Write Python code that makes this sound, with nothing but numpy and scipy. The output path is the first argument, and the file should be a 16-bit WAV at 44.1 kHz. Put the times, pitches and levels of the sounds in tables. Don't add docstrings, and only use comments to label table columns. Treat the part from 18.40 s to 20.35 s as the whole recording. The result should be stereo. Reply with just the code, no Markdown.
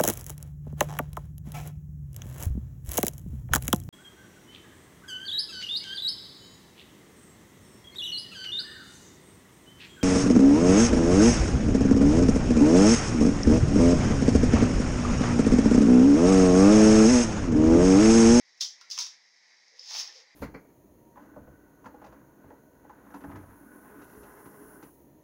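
import sys
import numpy as np
from scipy import signal
from scipy.fft import rfft, irfft
from scipy.io import wavfile
from scipy.ndimage import uniform_filter1d

SR = 44100
rng = np.random.default_rng(int(sys.argv[2]) if len(sys.argv) > 2 else 0)


def int16_out(signal):
    q = np.round(np.clip(np.atleast_2d(signal).T, -1, 1) * 32767)
    wavfile.write(sys.argv[1], SR, q.astype(np.int16))


N = 85995
T = np.arange(N) / SR

# start_s, crack_db, fade_s (to 1/e), crunch_db, knock_db, pan_db (+ is left)
CRACKLES = [(0.176, -62.5, .001, -87, -72, 3), (0.2083, -25.5, 0.0086, -34.5, -56.5, -4.5),
            (0.217, -28, 0.025, -43.5, -53.5, 1), (0.4113, -50, 0.0025, -59.5, -58, -3),
            (0.501, -40.5, .004, -61, -73, -4), (0.5106, -34.5, 0.0069, -64, -70, -4.5),
            (0.5157, -34, 0.045, -48, -55, 1.5), (0.5771, -36, 0.00094, -46, -43, -1),
            (.587, -27.5, 0.006, -57, -46, -4.5), (0.6003, -28, 0.023, -41.5, -47.5, 1),
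            (0.6663, -42, 0.0022, -49.5, -56.5, 2.5)]
# time_s, rustle_db, rattle_db
SLIDE_LEVELS = [(1.34, -65.5, -81), (1.385, -55.5, -64), (1.41, -52.5, -76), (1.465, -46.5, -65),
                (1.51, -39, -48.5), (1.53, -38, -51.5), (1.555, -36, -45.5), (1.605, -32, -52),
                (1.63, -51.5, -54.5), (1.70, -57, -61), (1.76, -52, -65.5), (1.805, -55.5, -64),
                (1.84, -74, -78), (1.94, -75, -79)]
# start_s, level_db, pitch_hz, knock_db, pan_db
TICKS = [(1.281, -55, 5670, -83, 0), (1.3932, -42, 5100, -78, 4), (1.509, -44, 5170, -51, -2),
         (1.5402, -37, 5060, -53, 3), (1.5495, -47, 5000, -46, -1), (1.568, -32.5, 5400, -53, 5),
         (1.592, -32, 5700, -74, 2), (1.5976, -33, 5520, -49.5, 5), (1.6075, -36.5, 5500, -46.5, 0),
         (1.675, -42, 5200, -80, -2)]
# start_s, level_db, pitch_hz, unused, pan_db
BUMPS = [(0.4134, -47.5, 1375, -6, -6.5), (0.5762, -50, 983, 2, -1), (0.595, -53.5, 974, 2, -28),
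         (1.512, -48.5, 900, 2, -6), (1.547, -42, 850, .06, -9), (1.556, -67, 231, -1, 0),
         (1.686, -68, 350, 8, 6), (1.6922, -44, 1780, 0.27, -4)]
# time_s, level_db
HOLLOW_LEVELS = [(1.22, -91), (1.34, -71.5), (1.43, -73.5), (1.49, -89), (1.68, -79), (1.75, -63.5),
                 (1.82, -67), (1.92, -84.5)]
# time_s, level_db
STOVE_LEVELS = [(0, -63), (.4, -59), (.8, -61), (.92, -62.5), (1.13, -59.5), (1.3, -62.5), (1.95, -60)]
# frequency_hz, relative_level_db
CRACK_SPECTRUM = [(100, -73), (350, -64), (700, -32), (1800, -25), (2600, -20), (3300, -13), (4500, -5),
                  (5400, 4), (6200, -2), (7000, -10), (8000, -22), (11000, -26.5), (13000, -41),
                  (15000, -23.5)]
KNOCK_SPECTRUM = [(60, -15.5), (250, -31.5), (550, -34), (800, -1), (1000, 7), (1400, 5), (1800, 1.5),
                  (2600, 8), (4000, -24.5), (9000, -55)]
RUSTLE_SPECTRUM = [(100, -71.5), (700, -40.5), (1800, -22), (3000, -15), (4300, -9), (4900, -4.5),
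                   (5300, 2.5), (5750, -5), (6600, -9.5), (8000, -28.5), (10500, -26.5), (13000, -50.5),
                   (15000, -23.5)]
RATTLE_SPECTRUM = [(60, -28), (170, -72.5), (250, -20), (340, -34), (480, -10.5), (700, -5), (850, -2),
                   (1100, -2.5), (1500, -4.5), (2300, 0), (4000, 0.5), (9000, -26)]
STOVE_SPECTRUM = [(30, -52), (120, -33.5), (200, -21.5), (380, -14), (600, -11.5), (850, -7), (1400, -12),
                  (1650, -3), (1950, 7), (2300, 0.5), (2900, -16.5), (3600, -12), (4000, -0.5),
                  (4300, -17.5), (4700, 3), (5200, -10.5), (5700, -7), (6600, -14), (8200, -29),
                  (15000, -49)]
# frequency_hz, coherence (0 to 1)
MIC_COHERENCE = [(60, 0.9), (400, 0.31), (800, 0.48), (1400, 0.0067), (15000, .02)]
# first_s, second_s, third_s
BOUNCE_DELAYS = [(.00009, .00025, .00052), (.00012, .00032, .00043)]

CRACKS_PER_S, CRACK_SPREAD_DB, FIRST_CRACK_DB = 1300, 3, 1
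CREAK_DB, CREAK_S = -13.5, 0.0045
CRUNCH_HZ, CRUNCH_WIDTH_HZ = 3620, 930
GRAINS_PER_S, GRAIN_SPREAD_DB, SLIDE_PAN_DB = 1800, 2, -0.6
BRIGHT_HZ, BRIGHT_POWER, BRIGHT_DB = 7900, 0.68, 1
FLICKER_DB, FLICKER_HZ, HUM_HZ, HUM_DB = 1.5, 24.3, 194.5, -98
ROOM_T60_S, ROOM_DB, ROOM_BUILD_S = 0.27, -1, 0.0013
TREBLE_T60_S, TREBLE_HZ = 0.19, 8600


def crackling():
    cracks, crunches, knocks = 0, 0, 0
    for start_s, crack_db, fade_s, crunch_db, knock_db, pan_db in CRACKLES:
        cracks += from_db(crack_db) * burst(start_s, fade_s) * panned(pan_db)
        body = burst(start_s, fade_s) * panned(pan_db)
        crunches += from_db(crunch_db) * body
        knocks += from_db(knock_db) * body
    for _ in range(2):
        crunches = resonance(crunches, CRUNCH_HZ, CRUNCH_WIDTH_HZ)
    keep_power = np.sqrt(2 * SR / (np.pi * CRUNCH_WIDTH_HZ))
    return coloured(cracks, CRACK_SPECTRUM) + keep_power * crunches + coloured(knocks, KNOCK_SPECTRUM)


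def burst(start_s, fade_s, count=90):
    steps = np.arange(count) - count // 8
    delays = (steps + rng.random(count) * np.sign(steps)) / CRACKS_PER_S
    creak = from_db(CREAK_DB) * np.exp(-np.abs(delays) / CREAK_S)
    envelope = np.where(delays < 0, creak, np.exp(-np.abs(delays) / fade_s))
    accents_db = np.where(steps == 0, FIRST_CRACK_DB, CRACK_SPREAD_DB * rng.standard_normal(count))
    run = ringing_strands(start_s + delays, envelope * from_db(accents_db))
    return unit_energy(run) * np.sqrt(SR / 100)


def ringing_strands(times, sizes, count=10, low_hz=3750, high_hz=6430, ring_db=1):
    out = 0
    struck = rng.integers(0, count, len(times))
    for strand, pitch_hz in enumerate(np.geomspace(low_hz, high_hz, count)):
        hits = clicks(times[struck == strand], sizes[struck == strand])
        out += hits + from_db(ring_db) * resonance(hits, pitch_hz, width_hz=174)
    return out


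def clicks(times, sizes, lag_spread_s=.00025):
    out = np.zeros((2, N))
    signs = rng.choice([-1, 1], len(times))
    lags = rng.standard_normal(len(times)) * lag_spread_s
    for mic, arrivals in zip(out, (times + lags / 2, times - lags / 2)):
        np.add.at(mic, np.clip((arrivals * SR).astype(int), 0, N - 1), sizes * signs)
    return out


def sliding():
    rustle_gain, rattle_gain = gain_curves(SLIDE_LEVELS)
    rustle = rustle_gain * stick_slip() * panned(SLIDE_PAN_DB)
    rattle = rattle_gain * stick_slip() * panned(SLIDE_PAN_DB)
    relative_level = rustle_gain / rustle_gain.max()
    low, high = split_bands(rustle, BRIGHT_HZ)
    rustle = low + high * from_db(BRIGHT_DB) * relative_level ** BRIGHT_POWER
    for start_s, level_db, pitch_hz, knock_db, pan_db in TICKS:
        tap = burst(start_s, fade_s=0.00086, count=7) * panned(pan_db)
        rustle += from_db(level_db) * resonance(tap, pitch_hz, width_hz=1140)
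        rattle += from_db(knock_db) * tap
    rattle += from_db(1.5) * resonance(rattle, pitch_hz=835, width_hz=50)
    return coloured(rustle, RUSTLE_SPECTRUM) + coloured(rattle, RATTLE_SPECTRUM)


def stick_slip(count=16000):
    times = np.cumsum(rng.exponential(1, count)) / GRAINS_PER_S
    sizes = from_db(GRAIN_SPREAD_DB * np.minimum(rng.exponential(1, count), 4))
    grains = ringing_strands(times, sizes * (times < T[-1]))
    local_power = np.abs(uniform_filter1d(grains ** 2, size=900))
    return grains / np.sqrt(local_power + 1e-6)


def bumps(ring_cycles=50):
    out = 0
    for start_s, level_db, pitch_hz, _, pan_db in BUMPS:
        cycles = np.maximum(T - start_s, 0) * pitch_hz
        envelope = from_db(level_db - 60 * cycles / ring_cycles) * (1 - np.exp(-cycles ** 2))
        out += panned(pan_db) * envelope * np.sin(2 * np.pi * cycles)
    return out


def hollow_resonance(band_hz=(448, 548)):
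    band = signal.butter(2, band_hz, "band", fs=SR, output="sos")
    return gain_curves(HOLLOW_LEVELS)[0] * rms_one(signal.sosfilt(band, diffuse_noise()))


def kitchen(sound):
    low, high = split_bands(rng.standard_normal((2, N)), TREBLE_HZ)
    tail = low * from_db(-60 * T / ROOM_T60_S) + high * from_db(-60 * T / TREBLE_T60_S)
    tail *= 1 - np.exp(-T / ROOM_BUILD_S)
    direct = np.array([metal_bounces(mic, delays) for mic, delays in zip(sound, BOUNCE_DELAYS)])
    return direct + from_db(ROOM_DB) * signal.fftconvolve(sound, unit_energy(tail), axes=1)[:, :N]


def metal_bounces(sound, delays, strength=0.56):
    for delay_s in delays:
        feedback = np.r_[1, np.zeros(int(delay_s * SR)), strength]
        sound = signal.lfilter(feedback[::-1], feedback, sound)
    return sound


def stove():
    flicker = np.interp(T * FLICKER_HZ, np.arange(N), rng.standard_normal(N))
    gain = gain_curves(STOVE_LEVELS)[0] * from_db(FLICKER_DB * flicker)
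    hiss = gain * coloured(diffuse_noise(), STOVE_SPECTRUM) * panned(pan_db=0.05)
    hum = from_db(HUM_DB) * rms_one(np.sin(2 * np.pi * HUM_HZ * T)) * panned(pan_db=12.5)
    return hiss + hum


def diffuse_noise():
    mid, side = rfft(rng.standard_normal((2, 2 * N)))
    coherence = per_bin(MIC_COHERENCE)
    spectra = np.sqrt(1 + coherence) * mid + np.sqrt(1 - coherence) * side * [[1], [-1]]
    return rms_one(irfft(spectra)[:, :N])


def resonance(x, pitch_hz, width_hz):
    radius = np.exp(-np.pi * width_hz / SR)
    feedback = [1, -2 * radius * np.cos(2 * np.pi * pitch_hz / SR), radius ** 2]
    return signal.lfilter(np.array([1, 0, -1]) * (1 - radius ** 2) / 2, feedback, x + 1e-18)


def coloured(x, spectrum):
    cepstrum = irfft(np.log(rms_one(from_db(per_bin(spectrum)))))
    cepstrum[1:N] *= 2
    cepstrum[N + 1:] = 0
    return irfft(rfft(x, 2 * N) * np.exp(rfft(cepstrum)))[:, :N]


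def split_bands(x, crossover_hz):
    return [signal.sosfilt(signal.butter(5, crossover_hz, kind, fs=SR, output="sos"), x)
            for kind in ("low", "high")]


def per_bin(points):
    hz, values = np.transpose(points)
    bin_hz = np.arange(N + 1) * SR / (2 * N)
    return np.interp(np.log(bin_hz + 1), np.log(hz), values)


def gain_curves(rows):
    times, *columns = np.transpose(rows)
    return [from_db(np.interp(T, times, levels_db)) for levels_db in columns]


def panned(pan_db):
    return from_db(np.array([[.5], [-.5]]) * pan_db)


def from_db(db):
    return 10 ** (np.asarray(db) / 20)


def rms_one(x):
    return x / np.sqrt(np.mean(x ** 2) + 1e-20)


def unit_energy(x):
    return x / np.sqrt(np.sum(x ** 2, axis=-1, keepdims=True) + 1e-20)


def scene():
    return kitchen(crackling() + sliding() + bumps()) + hollow_resonance() + stove()


def record(dry, cutoff_hz=15700):
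    return signal.sosfilt(signal.ellip(10, .2, 80, cutoff_hz, fs=SR, output="sos"), dry)


dry = scene()
out = record(dry)
int16_out(out)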